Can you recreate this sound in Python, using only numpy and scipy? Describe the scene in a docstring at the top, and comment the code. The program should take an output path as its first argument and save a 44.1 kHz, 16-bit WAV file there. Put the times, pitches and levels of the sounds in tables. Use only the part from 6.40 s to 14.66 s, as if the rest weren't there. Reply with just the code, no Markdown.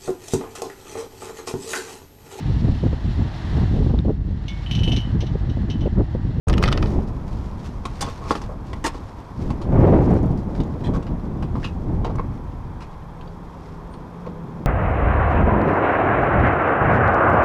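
"""Under a parked vehicle, outdoors. Loose steel clinks, then driveline parts clunk, scrape and ring
as they are moved, with a short echo off the floor pan. Wind buffets the microphone, with one strong
gust; grass and clothing rustle and crackle softly. Towards the end a far engine hums in and one thin
chirp comes from the garden. The camera whines faintly throughout."""
import sys
import numpy as np
from scipy import signal
from scipy.fft import rfft, irfft, next_fast_len
from scipy.io import wavfile
from scipy.ndimage import map_coordinates

SR = 44100
rng = np.random.default_rng(int(sys.argv[2]) if len(sys.argv) > 2 else 0)


def to_wav(sig):
    """Store sig (one row per channel, or 1-D mono) as 16-bit WAV at the path in sys.argv[1].

    Samples outside -1..1 are clipped; the rate is SR.
    """
    pcm = np.clip(np.atleast_2d(sig), -1, 1) * 32767
    pcm = np.round(pcm).astype(np.int16)
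    wavfile.write(sys.argv[1], SR, pcm.T)  # frames by channels


N = 364266

# Table levels are relative: each layer adds its own trim.
# the wind's rise and fall: time_s, buffet_db, flow_db
WIND_LEVELS = [(0.09, -17.5, -21), (0.55, -22, -24.5), (0.8, -29, -33.5), (1.8, -34, -39.5),
               (2.3, -31, -36), (2.9, -40, -41.5), (3.02, -25.5, -27.5), (3.21, -28.5, -28),
               (3.36, -17, -15.5), (3.54, -20, -13.5), (3.95, -27.5, -26), (4.4, -29, -27),
               (5.38, -30, -31.5), (5.58, -21.5, -24.5), (5.95, -28.5, -33), (6.4, -37, -42.5),
               (7.6, -41, -41), (8.26, -42.5, -34.5)]
# single eddies thumping the microphone: time_s, boost_db
EDDIES = [(0.44, 4.5), (0.588, 6.5), (0.97, 4.5), (1.642, 4.5), (3.35, 2), (3.47, 1.5), (3.545, 2),
          (3.728, 5), (3.84, 2), (3.936, 6.5), (4.211, 7), (4.488, 8), (4.575, 5.5), (4.72, 7.5),
          (5.04, 5.5), (5.17, 6.5), (5.5, 3.5)]
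# grass and clothing stirring: peak_s, level_db, rise_s, fall_s
RUSTLE_SWISHES = [(0.5, -49.5, 0.13, 0.12), (0.97, -53.5, 0.21, 0.25), (1.25, -46.5, 0.041, 0.078),
                  (1.54, -53.5, 0.051, 0.04), (1.67, -44, 0.1, 0.065), (1.9, -40.5, 0.074, 0.078),
                  (2.27, -54, 0.028, 0.14), (2.57, -55, 0.16, 0.27), (3.02, -49.5, 0.06, 0.089),
                  (3.651, -54, 0.4, 0.3), (4.14, -59, 0.045, 0.43), (5.21, -53, 0.091, 0.11),
                  (7.24, -61, 0.15, 0.19)]
# loose steel hits: start_s, level_db, edge_re_hit_db, pitch_hz, crack_t60_s
CLINK_HITS = [(0.084, -22, -5, 1280, 0.031), (0.097, -14, -17, 1250, 0.035),
              (0.129, -17.5, -28, 1870, .028), (0.138, -18.5, -17, 2930, 0.02),
              (0.18, -14, -16, 2960, 0.016), (0.2268, -10.5, -15, 1170, .018),
              (0.2377, -3, -29, 2100, .015), (0.2577, -17, -32, 3480, 0.026),
              (0.2776, -13, -27, 1230, .035), (0.2858, -14.5, -33, 1290, 0.023),
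              (0.318, -20.5, -25, 1340, .035), (0.3258, -8.5, -21, 3526, 0.023),
              (0.375, -13, -33, 1240, 0.03), (0.427, -15.5, -45, 1310, 0.023),
              (0.459, -24, -45, 1270, 0.02)]
# modes of the struck steel and the driveline housing: pitch_hz, level_db, t60_s
STEEL_MODES = [(1250, 13, 0.03), (1330, 15, 0.028), (1818, -3.5, 0.36), (1980, 12.5, 0.033),
               (2580, 7.5, 0.045), (2500, 8, 0.04), (3020, 13.5, 0.027), (3250, -21, 0.094),
               (3430, -6, 0.062), (4400, -20, 0.039), (4800, -24, 0.054), (5370, -23, 0.078),
               (6240, -19, 0.05)]
HOUSING_MODES = [(293, -5, 0.088), (391, -0.5, 0.16), (503, -5, 0.051), (606, -27, 0.024), (839, -2, 0.2),
                 (910, -10.5, 0.14), (994, -3.5, 0.067), (1075, 5, 0.063), (1190, -16, 0.12),
                 (1730, -29, 0.013), (1984, -42, 0.07)]
# echo decay under the floor pan: frequency_hz, t60_s
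ECHO_DECAY = [(200, 0.12), (2000, 0.22), (10000, 0.032)]
# driveline hits: start_s, click_db, housing_db, edge_re_click_db, pitch_hz, t60_s
CLUNK_HITS = [(1.453, -22, -29.5, -14.5, 3280, 0.053), (1.625, -26.5, -25.5, -25, 3470, 0.18),
              (1.6713, -37, -29.5, -23, 3380, 0.12), (1.686, -29, -30, -15, 3400, .05),
              (1.9077, -16.5, -9.5, -17.5, 1250, 0.043), (1.9526, -23, -18, -17, 2440, 0.055),
              (2.0162, -30, -31, -14, 5170, 0.07), (2.331, -24.5, -31.5, -20, 1990, .045),
              (2.5462, -38.5, -28, -12, 4220, .06), (3.104, -31, -28, -15.5, 2220, .06),
              (3.215, -35.5, -36, -15, 3530, 0.13), (3.974, -40, -52, -12, 5400, .04),
              (4.1504, -35, -52, -27, 3630, .05), (4.202, -26.5, -47, -25, 3900, .07),
              (4.234, -40, -50, -11, 7000, .05), (4.626, -36, -41, -15, 2200, .07),
              (4.667, -35, -51, -28, 2900, 0.088), (5.0246, -31, -32, -21.5, 2700, 0.088),
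              (5.1543, -41, -27.5, -26, 2270, 0.1), (5.6462, -26, -24, -23, 3020, 0.081),
              (5.7552, -36, -37, -10, 7150, 0.037), (6.8105, -36, -50, -32, 2920, .06),
              (6.8747, -41, -54, -28, 3100, 0.054), (7.2566, -39.5, -54, -20, 3900, 0.037),
              (7.538, -37, -49, -28, 2930, .055), (7.864, -38, -44, -29, 2160, 0.068)]
# parts sliding: start_s, length_s, grit_db, housing_db, edge_db, pitch_hz, resonance_db, release_t60_s
SCRAPE_STROKES = [(1.455, 0.003, -54, -27, -47, 1100, 19, 0.074),
                  (1.6083, 0.015, -31.5, -36, -29, 3480, -1, .065),
                  (1.811, 0.11, -56, -39, -70, 1100, 5, .078),
                  (1.913, 0.009, -34, -31, -44, 4900, 10, 0.058),
                  (2.089, 0.039, -72, -35.5, -70, 595, 6, 0.096),
                  (2.4414, 0.014, -24.5, -26, -34.5, 1740, 12.5, 0.055),
                  (2.459, 0.015, -28, -27, -32, 1150, 4, 0.062),
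                  (4.439, 0.037, -42, -55, -59, 3260, 11, 0.071),
                  (4.535, 0.031, -43, -31, -57, 1510, 8, 0.084),
                  (5.229, 0.0079, -36, -49, -59, 1790, 20, 0.028),
                  (5.242, 0.011, -31.5, -36.5, -53, 2770, 15.5, 0.1),
                  (5.649, 0.02, -46, -29, -68, 890, 8, .08), (5.696, 0.012, -52, -31, -78, 800, 4, .08),
                  (5.782, 0.017, -43, -29, -77, 2040, 17, 0.065),
                  (6.405, 0.029, -45, -46, -61, 2100, 7, 0.085),
                  (7.861, 0.012, -54, -33.5, -78, 614, 12, 0.084)]
# notes left by two hard jerks: start_s, pitch_hz, level_db, t60_s
RING_NOTES = [(1.612, 3490, -31, 0.15), (1.615, 807, -28, 0.12), (2.443, 288, -23, 0.24),
              (2.444, 917, -18.5, 0.17), (2.444, 1728, -34, 0.12)]
# dry grass snapping: start_s, level_db
GRASS_SNAPS = [(3.622, -53), (3.707, -48), (3.7398, -47), (3.829, -48), (3.86, -52), (3.912, -52)]
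# the far engine drawing near: time_s, level_db
ENGINE_LEVELS = [(6.2, -44), (7.1, -39), (8.26, -32)]

# noise colours: frequency_hz, density_db
BUFFET_EQ = [(10, -11.5), (28, 0), (50, 0.5), (90, -2.5), (140, -9.5), (300, -35), (800, -75), (3000, -120)]  # deep wind rumble
ROAR_EQ = [(50, -25.5), (120, 3.5), (200, 2), (320, -5), (500, -19.5), (900, -21.5), (2000, -77),
           (6000, -75.5), (15000, -94)]  # low turbulence
GUST_EQ = [(150, -9.5), (350, 10.5), (600, 2.5), (1000, -6.5), (1500, -19), (2100, -23.5), (3000, -35.5),
           (4000, -43.5), (6000, -66.5), (15000, -74)]  # torn midrange
AIR_EQ = [(100, -14.5), (400, 2), (650, -2), (1000, 3), (1300, -6.5), (1700, -13), (2500, -21), (5000, -52),
          (15000, -55)]  # dull outdoor bed
HISS_EQ = [(1500, -14), (2500, -27), (3200, 11.5), (4000, 4), (5500, 2), (8000, -4.5), (11000, -8.5),
           (14000, -9.5), (15500, -31)]  # thin top
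RUSTLE_EQ = [(800, 3), (2000, 4), (3300, 1), (5500, 0), (8000, -10), (11000, -17), (14000, -27),
             (15500, -34)]  # grass and cloth
CRACK_EQ = [(600, 7), (1200, 7.5), (3300, 1.5), (5500, -1), (7000, -17), (15000, -51)]  # steel on steel
EDGE_EQ = [(3000, -12), (6000, 1.5), (8500, -3.5), (11000, -12.5), (14000, -23), (15500, -35.5)]  # sharp edge of a hit
SKID_EQ = [(900, 0), (1500, 6), (3300, 1.5), (5500, 3), (7500, -17), (10000, -11), (14000, -22),
           (15500, -23)]  # skidding steel
CLICK_EQ = [(400, 5), (1500, 3), (2600, 0), (4800, -3.5), (6500, -15), (9000, -32.5), (15000, -52)]  # a driveline contact
THUD_EQ = [(80, -4.5), (250, 7), (450, 7.5), (700, 2.5), (1200, 0.5), (1900, -24), (4000, -42.5),
           (10000, -67.5)]  # the heavy housing

CONTACT_RISE_S = 0.0003
NOW = np.arange(N) / SR


def amp(db):
    """Decibels to gain."""
    return 10 ** (np.asarray(db) / 20)


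def unit(x):
    """Scale to rms 1."""
    return x / np.sqrt(np.mean(x ** 2) + 1e-20)


def along(points, hz):
    """Read a curve at hz, on a log frequency axis."""
    f, v = np.transpose(points)
    return np.interp(np.log(hz + 1), np.log(f + 1), v)


def curves(rows):
    """One automation curve for each column after the time."""
    s, *cols = np.transpose(rows)
    return [np.interp(NOW, s, c) for c in cols]


def wobble(rate):
    """A smooth random curve, rate knots a second."""
    return map_coordinates(rng.standard_normal(int(N * rate / SR) + 4), [np.arange(N) * rate / SR])


def noise(eq):
    """Noise of rms 1 with the given colour."""
    m = next_fast_len(N + 8192)
    gain = amp(along(eq, np.fft.rfftfreq(m, 1 / SR)))
    return unit(irfft(rfft(rng.standard_normal(m)) * gain, m)[:N])


def onset(t, rise):
    """A smooth attack of about rise seconds."""
    return 1 - np.exp(-(t / rise) ** 2)


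def fade(t, t60):
    """A 60 dB decay in t60 seconds."""
    return np.exp(-np.log(1000) * t / np.maximum(t60, 1e-3))


def ring(modes, t, scatter_db):
    """One blow starts all modes together, each at a new strength; peak 1."""
    hz, db, t60 = np.transpose(modes)[:, :, None]
    strength = amp(db + scatter_db * rng.standard_normal(db.shape))
    x = np.sum(strength * np.sin(2 * np.pi * hz * t) * fade(t, t60), axis=0) * onset(t, rise=0.00019)
    return x / np.abs(x).max()


def burst(envelope, eq, hz, peak_db, ragged_db):
    """A noisy push through a resonant body: one broad peak at hz, and small ones new to each hit."""
    n = len(envelope)
    f = np.fft.rfftfreq(n, 1 / SR)
    ragged = map_coordinates(rng.standard_normal(100), [f / 240], mode="nearest")
    resonance_db = peak_db / (1 + (8 * (f / hz - 1)) ** 2)
    gain = unit(amp(along(eq, f) + ragged_db * ragged + resonance_db))
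    cepstrum = irfft(np.log(gain + 1e-6), n)[:n // 2]
    cepstrum[1:] *= 2  # the body rings after the push, never before it
    body = np.exp(rfft(cepstrum, n))
    return irfft(rfft(envelope * rng.standard_normal(n)) * body, n)


def add(track, s, x):
    """Mix x into the track at s seconds."""
    room = track[round(s * SR):][:len(x)]
    room += x[:len(room)]


def wind():
    """Eddies push on the microphone; the faster the flow, the higher and more torn the roar."""
    eddy_db = sum(db * np.exp(-((NOW - s) / 0.03) ** 2) for s, db in EDDIES) + wobble(12)
    buffet_db, flow_db = curves(WIND_LEVELS)
    buffet = amp(buffet_db + 0.6 * eddy_db + 0.8 + 1.1 * wobble(25)) * noise(BUFFET_EQ)
    roar = amp(flow_db + eddy_db - 1.08 + 2.04 * wobble(60)) * noise(ROAR_EQ)
    torn = amp(1.59 * flow_db + 0.81 * eddy_db + 4 + 2 * wobble(130)) * noise(GUST_EQ)
    return buffet + roar + torn


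def outdoor_air():
    """A steady bed of dull air with a trace of hiss."""
    return amp(-43.5 + 0.58 * wobble(2.78)) * noise(AIR_EQ) + amp(-66) * noise(HISS_EQ)


def rustle(floor_db=-66.5, grain_db=2.2):
    """Grass and clothing brush: a fine grain that swells and dies with each swish."""
    swishes = [amp(db) * np.exp(-np.maximum((s - NOW) / rise, (NOW - s) / fall))
               for s, db, rise, fall in RUSTLE_SWISHES]
    stir = np.sqrt(amp(floor_db) ** 2 + np.sum(np.square(swishes), axis=0))
    grain = amp(grain_db * (wobble(41) + wobble(400)))
    return stir * grain * noise(RUSTLE_EQ)


def camera_whine(pitch_hz=11280, frame_hz=30):
    """A thin electronic whine that pulses once a frame."""
    pulse = (1 + np.sin(2 * np.pi * frame_hz * NOW)) / 2
    whine = np.sin(2 * np.pi * np.cumsum(pitch_hz + 50 * wobble(300)) / SR)
    return amp(-74.5) * pulse * whine


def clinks(skid_s=0.0073):
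    """Loose steel chatters: each piece skids, cracks, sounds its note and rings the steel it meets."""
    out, t = np.zeros(N), np.arange(SR // 2) / SR
    for s, db, edge_db, hz, t60 in CLINK_HITS:
        push = onset(t, rise=0.00032) * fade(t, t60)
        crack = amp(-6.5) * burst(push, CRACK_EQ, hz, peak_db=8, ragged_db=0.5)
        edge = amp(edge_db - 2.8) * burst(push * fade(t, 0.04), EDGE_EQ, hz, peak_db=-2, ragged_db=7)
        note = amp(-15) * np.sin(2 * np.pi * hz * t) * fade(t, t60=0.031)
        steel = amp(-8) * ring(STEEL_MODES, t, scatter_db=2)
        add(out, s, amp(db) * (crack + edge + note + steel))
    skids = sum(amp(db) * np.exp(-np.abs(NOW - s) / skid_s) for s, db, *_ in CLINK_HITS)
    return out + skids * amp(-30 + 4.2 * wobble(400)) * noise(SKID_EQ)


def underbody_echo(x, predelay_samples=130):
    """A short, dense echo between floor pan and ground."""
    hz, t, bands = signal.stft(rng.standard_normal(SR // 3), SR, nperseg=256)
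    tail = signal.istft(bands * fade(t, along(ECHO_DECAY, hz)[:, None]), SR, nperseg=256)[1]
    return signal.fftconvolve(x, np.pad(tail, (predelay_samples, 0)) / np.linalg.norm(tail))[:N]


def ticks(per_s=2.1, level_db=-52, spread_db=3):
    """The parts settle with faint clicks at random moments."""
    out, t = np.zeros(N), np.arange(SR // 3) / SR
    push = onset(t, CONTACT_RISE_S) * fade(t, t60=0.028)
    for when, strength in rng.random((int(per_s * N / SR), 2)):
        db = level_db + spread_db * (2 * strength - 1)
        add(out, when * N / SR, amp(db) * burst(push, CLICK_EQ, hz=2600, peak_db=6.5, ragged_db=0))
    return out


def clunks():
    """Slack is taken up: the part clicks, and the heavy housing answers with a short ringing thud."""
    out, t = np.zeros(N), np.arange(SR // 3) / SR
    for s, click_db, housing_db, edge_db, hz, t60 in CLUNK_HITS:
        push = onset(t, CONTACT_RISE_S) * fade(t, t60)
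        click = burst(push, CLICK_EQ, hz, peak_db=5.5, ragged_db=3)
        edge = amp(edge_db + 4) * burst(push, EDGE_EQ, hz, peak_db=3, ragged_db=3)
        thud = amp(-5) * burst(push, THUD_EQ, hz=1084, peak_db=5, ragged_db=1.5)
        damped_ring = ring(HOUSING_MODES, t, scatter_db=0.5) * fade(t, 4.1 * t60)
        add(out, s, amp(click_db - 7) * (click + edge) + amp(housing_db + 4) * (damped_ring + thud))
    return out


def scrapes(slips_per_s=600, bite_db=1):
    """Rusty faces slide: a run of tiny slips grinds on the part and shakes the housing."""
    out, t = np.zeros(N), np.arange(SR // 3) / SR
    bite = amp(bite_db * fade(t, t60=0.044))  # a slide starts with a harder jerk
    for s, length, grit_db, housing_db, edge_db, hz, peak_db, t60 in SCRAPE_STROKES:
        stroke = onset(t, rise=0.00013) * fade(np.maximum(t - length, 0), t60) * bite
        slips = (rng.random(len(t)) < slips_per_s / SR) * rng.uniform(0.28, 1, len(t))
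        push = stroke * unit(0.72 + signal.fftconvolve(slips, fade(t, 0.0038))[:len(t)])
        grit = amp(grit_db) * burst(push, CLICK_EQ, hz, peak_db, ragged_db=3)
        edge = amp(edge_db) * burst(push, EDGE_EQ, hz, peak_db=5, ragged_db=2.5)
        housing = amp(housing_db) * burst(push, THUD_EQ, min(hz, 1080), peak_db=9.5, ragged_db=2)
        add(out, s, grit + edge + housing)
    return out


def ringing():
    """A hard jerk leaves the part ringing at its own, slightly unsteady notes."""
    out, t = np.zeros(N), np.arange(SR // 3) / SR
    for s, hz, db, t60 in RING_NOTES:
        phase = 2 * np.pi * hz * t + 0.33 * wobble(157)[:len(t)]
        add(out, s, amp(db) * onset(t, rise=0.0034) * fade(t, t60) * np.sin(phase))
    return out


def grass_crackles():
    """Dry grass snaps as the gust passes: tiny and bright, with no body."""
    out, t = np.zeros(N), np.arange(SR // 10) / SR
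    push = onset(t, CONTACT_RISE_S) * fade(t, t60=0.013)
    for s, db in GRASS_SNAPS:
        add(out, s, amp(db) * burst(push, EDGE_EQ, hz=10500, peak_db=11, ragged_db=3))
    return out


def far_engine(firing_hz=167.8, fade_in_s=0.19):
    """A wavering firing note carries from afar, with two weak overtones and a dull rush."""
    db, = curves(ENGINE_LEVELS)
    fade_in = np.clip((NOW - ENGINE_LEVELS[0][0]) / fade_in_s, 0, 1)
    phase = 2 * np.pi * np.cumsum(firing_hz + 6 * wobble(40)) / SR
    note = np.sin(phase) + amp(-12) * np.sin(2.5 * phase) + amp(-14) * np.sin(3 * phase)
    hum = amp(2.5 * wobble(5.2)) * note
    rush = amp(-17.5) * noise(AIR_EQ)
    return fade_in * amp(db - 1) * (hum + rush)


def chirp(peak_s=7.535, half_length_s=0.025, pitch_hz=8800):
    """One thin, faint, high chirp from the garden."""
    phase = 2 * np.pi * np.cumsum(pitch_hz + 130 * wobble(600)) / SR
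    return amp(-61) * np.exp(-((NOW - peak_s) / half_length_s) ** 2) * np.sin(phase)


def scene():
    """The mono mix: metal and its echo up front, over wind and ambience."""
    metal = clinks() + clunks() + scrapes() + ringing() + ticks()
    echo = amp(-15.5) * underbody_echo(metal)
    ambience = wind() + outdoor_air() + rustle() + grass_crackles() + far_engine() + chirp()
    return (metal + echo + ambience + camera_whine())[None]


def record(dry):
    """A moment of silence, a snap fade-in, and a brick-wall cut of the very top."""
    start_s, fade_in_s, top_hz = 0.069, 0.0044, 15500
    fade_in = np.clip((NOW - start_s) / fade_in_s, 0, 1)
    m = next_fast_len(N + 8192)
    passband = np.fft.rfftfreq(m, 1 / SR) < top_hz
    return irfft(rfft(dry * fade_in, m) * passband, m)[..., :N]


dry = scene()
out = record(dry)
to_wav(out)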